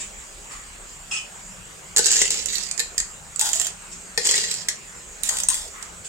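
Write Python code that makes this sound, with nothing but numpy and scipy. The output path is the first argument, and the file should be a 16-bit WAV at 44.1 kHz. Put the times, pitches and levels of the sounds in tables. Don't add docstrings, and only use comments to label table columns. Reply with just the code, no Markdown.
import sys
import numpy as np
from scipy import signal
from scipy.fft import rfft, irfft, next_fast_len
from scipy.io import wavfile
from scipy.ndimage import uniform_filter1d

SR = 44100
rng = np.random.default_rng(int(sys.argv[2]) if len(sys.argv) > 2 else 0)


def master(y):
    cut = np.clip(np.atleast_2d(y).T, -1, 1)
    pcm = np.round(cut * 32767)
    wavfile.write(sys.argv[1], SR, pcm.astype(np.int16))


N = 268128

# (touch [s], bite [s], ease-off [s], lift [s], grit level [dB], L-R [dB], wok ring re grit [dB])
PULL_STROKES = [(3.398, 3.407, 3.475, 3.56, -22.5, 1, -13.5), (3.544, 3.555, 3.565, 3.60, -25, -3, -28),
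                (3.579, 3.593, 3.62, 3.70, -27, -2, -20), (5.232, 5.25, 5.28, 5.31, -25, -5.5, -25),
                (5.285, 5.302, 5.335, 5.49, -29, 0.5, -9), (5.484, 5.492, 5.55, 5.70, -28.5, 1, -21.5)]
# (frequency [Hz], level [dB], t60 [s])
BOTTOM_MODES = [(193, -1, 0.033), (290, -0.5, 0.024), (382, 5.5, 0.013), (436, 6, 0.045), (486, 4, 0.047),
                (527, 3, 0.029), (857, 3, 0.03)]
WALL_MODES = [(470, -6, 0.018), (690, 5.5, 0.033), (876, 10, 0.048), (1100, 5.5, 0.028), (1432, 10, 0.034)]
LADLE_MODES = [(1530, -15.5, 0.063), (1748, -1.5, 0.026), (1878, 1.5, 0.04), (2055, 1, 0.035),
               (2505, -3, 0.044), (3284, -4.5, 0.046)]
# (frequency [Hz], level [dB])
DRY_SPECTRUM = [(150, -48), (1200, -13.5), (2500, -9.5), (3300, -4.5), (4600, -4.5), (6000, -3),
                (7300, 5.5), (8500, 2.5), (9300, -4), (10400, -9.5), (13500, -16), (16000, -18)]
WOK_WANDER = 0.045


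def impacts():
    # (time [s], level [dB], wok knock [dB], ladle ring [dB], L-R [dB],
    # ping frequency [Hz], ping [dB], clang at 4-5 kHz [dB], sheen above 10 kHz [dB])
    blows = [(1.963, -1.5, -30, -27, 0.5, 7100, 7, -1.5, -3), (1.9704, 1, -26, -20.5, -1, 7100, 2, -3, -6),
             (1.981, 0, -31, -21, -1, 8370, 1, -1, 6), (1.991, -1.5, -12, -14.5, 4, 8100, 0, 6, -3),
             (2.216, -1, -18, -10.5, 4.5, 6570, 2, -3, -11), (2.555, -12, -44, -19, -9.5, 4230, 13, 6, 8.5),
             (2.712, -9.5, -38, -35, -5.5, 7200, 9, -1, -10), (2.7773, -15, -28, -16, -13, 7470, 8, -1, -8),
             (2.7939, -13, -30, -3.5, -17.5, 7270, 9, 8, 6), (2.801, -9, -19, -10, 11.5, 7400, 2, 4.5, 1),
             (2.9794, -5, -37, -18, -4.5, 7460, 8.5, 0.5, -2), (3.001, -7, -42, -14.5, 2, 7000, 7, -5, -7),
             (3.36, -24.5, -32, -32, -11, 7480, 22, -6, -2),
             (3.3941, -5.5, -27, -34, -5, 7050, 9, 4.5, 5.5), (3.5312, -8, -40, -35, -12, 6810, 13, -6, -1),
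             (3.5346, -10.5, -37, -35, 0, 3110, 6.5, 1, -2), (4.176, -6, -12.5, -5, 8, 5700, 7, 7, 3),
             (4.181, -14, -8, -15, 6, 4530, 11, 3, 1), (4.3407, -12, -36, -0.5, -2, 7000, 5, 0, -2),
             (4.439, -14, -40, -4.5, -2, 4400, 6, 5, -13), (4.6852, -4, -37, -14, -2.5, 6680, 4, -0.5, 3),
             (4.6884, -11.5, -35, -13, 3, 5280, 2, 3, -9), (5.2337, -10.5, -42, -38, -8, 8730, 9.5, 0, 9.5),
             (5.4351, -12, -32, -17, -5.5, 6300, 13.5, -7, 5), (5.486, -2.5, -26, -29, 3, 8610, 14, -5, -2),
             (5.826, -20, -18, -28, -10, 5680, -2, -2, -2)]
    # (time [s], level [dB], L-R [dB], ping frequency [Hz])
    catches = [(2.043, -12, -9, 4530), (2.058, -5, -9, 6990), (2.0645, -5.5, 7, 7550),
               (2.115, -4.5, -5, 7340), (2.124, -6.5, -5, 7450), (2.158, -8, 0, 7150),
               (2.166, -4.5, 1, 6900), (2.191, -7.5, -1, 6650), (2.305, -6, 1, 7360),
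               (2.458, -10.5, -7.5, 7420), (2.526, -16.5, -1, 7300), (2.5823, -13, -4, 6000),
               (2.634, -17, -3, 7400), (3.411, -5, 1, 8160), (3.49, -13.5, -5, 5600),
               (3.598, -7.5, -8.5, 7590), (3.614, -8.5, -7, 7620), (3.647, -14.5, -9, 7160),
               (3.668, -9.5, -3, 7360), (4.252, -8.5, 0, 8100), (4.271, -4.5, -1, 7800),
               (4.311, -4, 1, 7160), (4.359, -12, -1, 7150), (4.513, -11.5, -8, 7550),
               (4.5395, -15.5, -2, 7940), (5.2891, -8, -3, 8280), (5.2923, -6, 4, 7100),
               (5.369, -12, 0, 7900), (5.3857, -11.5, -2, 8930), (5.4012, -9.5, -2, 7660),
               (5.501, -8.5, 5, 8490), (5.5427, -10, 2, 8470)]
    out = np.zeros((2, N))
    for row in blows:
        add(out, *blow(*row))
    for row in catches:
        add(out, *catch(*row))
    return out


def blow(s, db, knock_db, bowl_db, pan_db, ping_hz, ping_db, clang_db=0, sheen_db=0):
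    contact = steel(t60=0.018, ring_db=-10, ring_t60=0.06, same=0.86, chatter_s=0.0005, uneven_db=2.5)
    colour = [(2800, 0), (3700, clang_db), (5000, clang_db), (6300, 0), (8700, 0), (10500, sheen_db)]
    # (frequency [Hz], level [dB])
    wet_spectrum = [(150, -35), (1200, -20), (2500, -12), (3400, -14.5), (4300, -6), (5600, -7.5),
                    (7200, -1), (8300, -3), (9300, -8.5), (10300, -15.5), (12000, -18), (16000, -31)]
    spectrum, wok_modes = (DRY_SPECTRUM, WALL_MODES) if on_wall(s) else (wet_spectrum, BOTTOM_MODES)
    crack = unit_energy(coloured(coloured(contact, colour), spectrum))
    ping = ring([(ping_hz, 0, 0.016)] * 3, same=0.32, wander=0.029)
    knock = ring(wok_modes, same=0.62, wander=WOK_WANDER, size=4096)
    bowl_modes = [(hz * ladle_tuning(s), level, t60) for hz, level, t60 in LADLE_MODES]
    bowl = ring(bowl_modes, same=0.49, wander=0.017, size=4096)
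    out = gain_of(ping_db) * panned(pan_db) * ping
    add(out, 0, gain_of(12) * panned(pan_db) * crack)
    add(out, 0, gain_of(knock_db + 15) * panned(3.7) * knock)
    add(out, 0, gain_of(bowl_db + 15) * bowl)
    return s, gain_of(db) * out


def catch(s, db, pan_db, ping_hz):
    # (wok knock [dB], ladle ring [dB], ping [dB])
    wall_balance = (-27.5, -20.5, 8)
    bottom_balance = (-27.5, -20.5, 11.5)
    knock_db, bowl_db, ping_db = wall_balance if on_wall(s) else bottom_balance
    return blow(s, db, knock_db, bowl_db, pan_db, ping_hz, ping_db)


def stirring():
    push_strokes = [(1.991, 2.044, 2.215, 2.32, -23.5, -0.5, -20.5),
                    (2.302, 2.318, 2.375, 2.49, -27, -2, -16.5), (2.48, 2.49, 2.37, 2.70, -23.5, -4, -24),
                    (4.18, 4.252, 4.355, 4.64, -23, 1, -18)]
    # (frequency [Hz], level [dB])
    wet_spectrum = [(150, -86), (1200, -21), (2500, -7), (3700, -8.5), (4600, -4.5), (6000, -7.5),
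                    (7200, 0.5), (8200, -2.5), (9100, -20.5), (10200, -25), (16000, -29)]
    out = np.zeros((2, N))
    for row in push_strokes:
        add(out, *scrape(row, BOTTOM_MODES, wet_spectrum, grit_db=1, bowl_db=-15, per_s=130, spread_db=4))
        add(out, *ticks(row))
    for row in PULL_STROKES:
        add(out, *scrape(row, WALL_MODES, DRY_SPECTRUM,
                         grit_db=-0.5, bowl_db=-23, per_s=450, spread_db=5))
    return out


def scrape(row, wok_modes, spectrum, grit_db, bowl_db, per_s, spread_db, rock_db=8, points=10):
    t, pressure_db, pan_db = stroke(row)
    level_db, _, wok_db = row[4:]
    grit_gain = gain_of(level_db + grit_db + pressure_db) * panned(pan_db)
    wok_gain = gain_of(level_db + wok_db + 1.3 * pressure_db) * panned(1.6)
    bowl_gain = gain_of(level_db + bowl_db + 0.93 * pressure_db)
    seated = 1 - np.exp(-((t - t[0]) / 0.014) ** 2)
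    knots = t[0] + np.arange(40) * 0.03
    rocking = [np.interp(t, knots, rng.standard_normal(len(knots))) for _ in range(points)]
    load = gain_of(rock_db * np.array(rocking))
    load *= signal.windows.tukey(len(t), 0.03) / np.linalg.norm(load, axis=0)
    out, shaking = np.zeros((2, len(t) + SR // 2)), 0
    for share in load:
        clicks = share * slips(SR, per_s, spread_db)[:len(t)]
        contact = steel(t60=0.015, ring_db=-3, ring_t60=0.04, same=0.6, chatter_s=0.00034, uneven_db=4)
        wok = ring(wok_modes, same=0.36, wander=WOK_WANDER, size=4096)
        add(out, 0, signal.fftconvolve(clicks * grit_gain, coloured(contact, spectrum), axes=1))
        add(out, 0, signal.fftconvolve(clicks * seated * wok_gain, wok, axes=1))
        shaking = shaking + clicks * bowl_gain
    tail = (0, SR // 10)
    add(out, 0, gliding_ring(np.pad(shaking, tail), LADLE_MODES, np.pad(ladle_tuning(t), tail, "edge")))
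    return t[0], out


def stroke(row, glide_db=-9.5, bite_s=0.021, ease_db=-17, drift_db=-6.5):
    touch, bite, ease, lift, _, pan_db, _ = row
    t = np.arange(touch, lift, 1 / SR)
    easing = np.clip((t - ease) / (lift - ease), 0, 1)
    gliding = np.clip((bite - t) / bite_s, 0, 1)
    return t, glide_db * gliding + ease_db * easing, pan_db + drift_db * easing


def slips(size, per_s, spread_db):
    strength = gain_of(spread_db * np.minimum(rng.exponential(1, size), 3.5))
    polarity = rng.choice([-1, 1], size)
    return unit_rms(strength * polarity * (rng.random(size) < per_s / SR))


def ticks(row, per_s=16, above_grit_db=9, scatter_db=2, count=8):
    t, pressure_db, pan_db = stroke(row)
    out = np.zeros((2, len(t) + SR // 2))
    for k in range(count):
        at = int((k + rng.random()) * SR / per_s)
        db = row[4] + above_grit_db + scatter_db * rng.standard_normal()
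        _, tick = catch(t[0], db, pan_db=0, ping_hz=rng.uniform(5200, 8200))
        if at < len(t):
            add(out, at / SR, gain_of(pressure_db[at]) * panned(pan_db[at]) * tick)
    return t[0], out


def on_wall(s):
    return any(touch - 0.1 < s < lift + 0.2 for touch, _, _, lift, *_ in PULL_STROKES)


def ladle_tuning(s):
    # (time [s], frequency factor [1])
    tuning = [(1.99, 0.85), (2.12, 0.87), (2.215, 1.07), (2.35, 1.18), (2.6, 1.02), (2.8, 0.98),
              (4.27, 1.01), (4.36, 1.046), (4.685, 0.99)]
    return np.interp(s, *np.transpose(tuning))


def steel(t60, ring_db, ring_t60, same, chatter_s, uneven_db, count=22, size=6144):
    t = np.arange(size) / SR
    envelope = (1 - np.exp(-(t / chatter_s) ** 2)) * dying(t, t60)
    crack = pair(*rng.standard_normal((2, size)), same) * envelope
    modes = [(hz, 0, ring_t60) for hz in rng.uniform(2775, 15000, count)]
    response = crack / np.linalg.norm(crack[0]) + gain_of(ring_db) * ring(modes, same, size=size)
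    groups = [(hz, uneven_db * rng.uniform(-2, 2)) for hz in np.arange(0, SR / 2, 380)]
    return unit_energy(coloured(response, groups))


def ring(modes, same, wander=0.01176, size=16384):
    t, out = np.arange(size) / SR, 0
    for hz, db, t60 in modes:
        shift, skew, lobe = rng.standard_normal(3)
        ear_phase = np.array([[1], [-1]]) * np.sign(skew) * np.arccos(same) / 2
        envelope = dying(t, t60) * (1 - np.exp(-2 * hz * t))
        tone = np.cos(2 * np.pi * hz * (1 + wander * shift) * t + ear_phase)
        out = out + np.sign(lobe) * gain_of(db) * envelope * tone
    return unit_energy(out)


def gliding_ring(drive, modes, tuning):
    out, energy = 0, 0
    for hz, db, t60 in modes:
        phasor = np.exp(2j * np.pi * np.cumsum(hz * tuning) / SR)
        pole = dying(1 / SR, t60)
        amplitude = signal.lfilter([1], [1, -pole], drive / phasor)
        out = out + rng.choice([-1, 1]) * gain_of(db) * phasor * amplitude
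        energy += gain_of(db) ** 2 / (1 - pole ** 2) / 2
    return np.array([out.real, out.imag]) / np.sqrt(energy)


def wall_notes(waver_depth=0.03):
    # (time [s], duration [s], frequency [Hz], level [dB])
    notes = [(3.41, 0.031, 868, -36), (3.49, 0.042, 900, -47), (3.548, 0.021, 680, -36),
             (3.598, 0.025, 690, -39), (3.648, 0.022, 693, -40.5), (5.30, 0.02, 907, -43),
             (5.507, 0.021, 1037, -32)]
    out = np.zeros((2, N))
    for s, length, hz, db in notes:
        u = np.linspace(0, 1, round(length * SR))
        waver = unit_rms(uniform_filter1d(rng.standard_normal(len(u)), size=200))
        note = np.sin(2 * np.pi * np.cumsum(hz * (1 + waver_depth * waver)) / SR)
        add(out, s, gain_of(db) * panned(1.7) * np.sin(np.pi * u ** 1.03) * note)
    return out


def ears(x, lag_samples=6):
    # (frequency [Hz], L-R [dB])
    balance = [(2500, 1.5), (4000, 0.5), (6000, -3.5), (8000, 0.5), (10000, 2), (12500, -1.5)]
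    size = next_fast_len(N + SR // 10)
    hz = np.fft.rfftfreq(size, 1 / SR)
    left, right = irfft(rfft(x, size) * panned(curve_at(balance, hz)), size)[:, :N]
    return np.array([np.roll(left, lag_samples), right])


def utensils():
    # (time [s], level [dB], ring offset [dB])
    clinks = [(0.0, -29.5, -12.5), (0.511, -35, -28), (1.112, -26.5, 4), (1.134, -30, -4),
              (1.16, -31.5, 5.5), (3.914, -34.5, -32), (6.044, -33, -25)]
    # (frequency [Hz], level [dB], t60 [s])
    modes = [(854, -12.5, 0.11), (1280, -3.5, 0.074), (2471, 0, 0.1), (2525, 3, 0.17), (2580, 1, 0.19),
             (2610, 4, 0.07), (2680, 1, 0.13), (2748, 0, 0.13), (2976, -2, 0.22), (3330, -1.5, 0.12),
             (5390, 3.5, 0.084)]
    # (frequency [Hz], level [dB])
    spectrum = [(500, -17.5), (2700, -9.5), (3800, -13), (5400, -9.5), (6300, -6), (7800, 5),
                (8600, -4), (10000, -26), (16000, -38)]
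    out = np.zeros((2, N))
    for s, db, ring_db in clinks:
        clatter = steel(t60=0.12, ring_db=-4.5, ring_t60=0.18, same=0.55, chatter_s=0.0022, uneven_db=1.5)
        add(out, s, gain_of(db + 27) * coloured(clatter, spectrum))
        add(out, s, gain_of(db + ring_db + 26) * ring(modes, same=0.16, wander=0.0246))
    return out


def rustles():
    # (time [s], duration [s], level [dB])
    puffs = [(0.485, 0.17, -44.5), (5.717, 0.2, -44.5)]
    # (frequency [Hz], level [dB])
    spectrum = [(500, -21), (900, -6.5), (1250, 10.5), (1600, -10), (2050, 3.5), (3000, -9), (6000, -20)]
    out = np.zeros((2, N))
    for s, length, db in puffs:
        u = np.linspace(0, 1, round(length * SR))
        add(out, s, gain_of(db) * np.sin(np.pi * np.sqrt(u)) * rng.standard_normal((2, len(u))))
    return coloured(out, spectrum)


def burner():
    # (frequency [Hz], level [dB])
    rumble_spectrum = [(15, -24), (27, -9.5), (35, 7), (49, -17.5), (60, 0.5), (76, -19.5), (102, -8.5),
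                       (125, -17.5), (160, -9), (200, -9), (310, -27), (420, -38)]
    hiss_spectrum = [(180, -19.5), (400, -5), (900, -5), (1600, -6), (2800, -7.5), (3800, -13.5),
                     (5600, -12), (6300, -9.5), (7100, 0.5), (8200, -3.5), (8800, -9.5), (9700, -23),
                     (11000, -25.5), (16000, -35)]
    rumble = flame_noise(rumble_spectrum, db=-49.5, patchy_db=3, swell_db=-0.5, size=8192)
    hiss = flame_noise(hiss_spectrum, db=-42.5, patchy_db=2.5, swell_db=0.3, size=2048)
    return rumble + hiss


def flame_noise(spectrum, db, patchy_db, swell_db, size):
    # (frequency [Hz], left-right correlation [1])
    coherence = [(60, 0.9), (130, 0.91), (290, 0.76), (640, 0.27), (1410, 0), (3100, 0), (6820, 0.63),
                 (15000, 1)]
    # (frequency [Hz], L-R [dB])
    balance = [(60, 1.5), (110, 8.5), (200, 4), (380, 5.5), (700, 2), (1290, 4), (2380, 0), (4400, -3),
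               (8120, -2.5), (15000, 2)]
    hop, hz = size // 4, np.fft.rfftfreq(size, 1 / SR)
    a, b, c, d, patches = rng.standard_normal((5, N // hop + 5, len(hz)))
    patches = uniform_filter1d(patches, size=6, axis=0)
    patches = unit_rms(uniform_filter1d(patches, size=20, axis=1))
    swell = unit_rms(uniform_filter1d(rng.standard_normal(len(a)), size=20))[:, None]
    frames = pair(a + 1j * b, c + 1j * d, curve_at(coherence, hz))
    frames *= panned(curve_at(balance, hz))[:, None]
    frames *= gain_of(curve_at(spectrum, hz) + patchy_db * patches + swell_db * swell)
    noise = signal.istft(frames.transpose(0, 2, 1), nperseg=size, noverlap=size - hop)[1][:, :N]
    return gain_of(db) * noise / np.std(noise.mean(0))


def kitchen(x, onset_s=0.0011):
    # (frequency [Hz], t60 [s])
    decay_times = [(200, 0.37), (800, 0.27), (2500, 0.24), (7000, 0.27), (14000, 0.083)]
    hz, t, frames = signal.stft(rng.standard_normal((2, SR // 2)), SR, nperseg=256)
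    tail = signal.istft(frames * dying(t, curve_at(decay_times, hz)[:, None]), SR)[1]
    build_up = 1 - np.exp(-(np.arange(tail.shape[1]) / SR / onset_s) ** 2)
    tail = pair(*tail, same=0.21) * build_up
    return signal.fftconvolve(x, tail / np.linalg.norm(tail[0]), axes=1)[:, :N]


def gain_of(db):
    return 10 ** (np.asarray(db) / 20)


def unit_rms(x):
    return x / np.sqrt(np.mean(x ** 2) + 1e-20)


def unit_energy(x):
    return x / np.sqrt((x ** 2).sum() / 2)


def curve_at(points, hz):
    f, value = np.transpose(points)
    return np.interp(np.log(hz + 1), np.log(f + 1), value)


def add(mix, s, sound):
    part = mix[:, max(round(s * SR), 0):][:, :sound.shape[1]]
    part += sound[:, :part.shape[1]]


def panned(db):
    return gain_of(np.array([[1], [-1]]) * db / 2)


def dying(t, t60):
    return np.exp(-np.log(1000) * t / t60)


def pair(a, b, same):
    return np.array([a, same * a + np.sqrt(1 - same ** 2) * b])


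def coloured(x, spectrum, size=2048):
    log_gain = np.log(gain_of(curve_at(spectrum, abs(np.fft.fftfreq(size, 1 / SR)))))
    taps = np.fft.ifft(np.exp(np.conj(signal.hilbert(log_gain)))).real
    return signal.oaconvolve(x, taps[None] / np.linalg.norm(taps), axes=1)[:, :x.shape[1]]


def scene():
    near = ears(impacts() + wall_notes() + stirring())
    far = utensils() + rustles()
    flame = burner()
    room = kitchen(gain_of(-6) * near + gain_of(0.5) * far)
    return near + gain_of(-4) * far + room + flame


def record(dry, edge_hz=16100):
    low_pass = signal.firwin(511, edge_hz, window=("kaiser", 9), fs=SR)
    return signal.oaconvolve(np.tanh(dry), low_pass[None], "same")


dry = scene()
out = record(dry)
master(out)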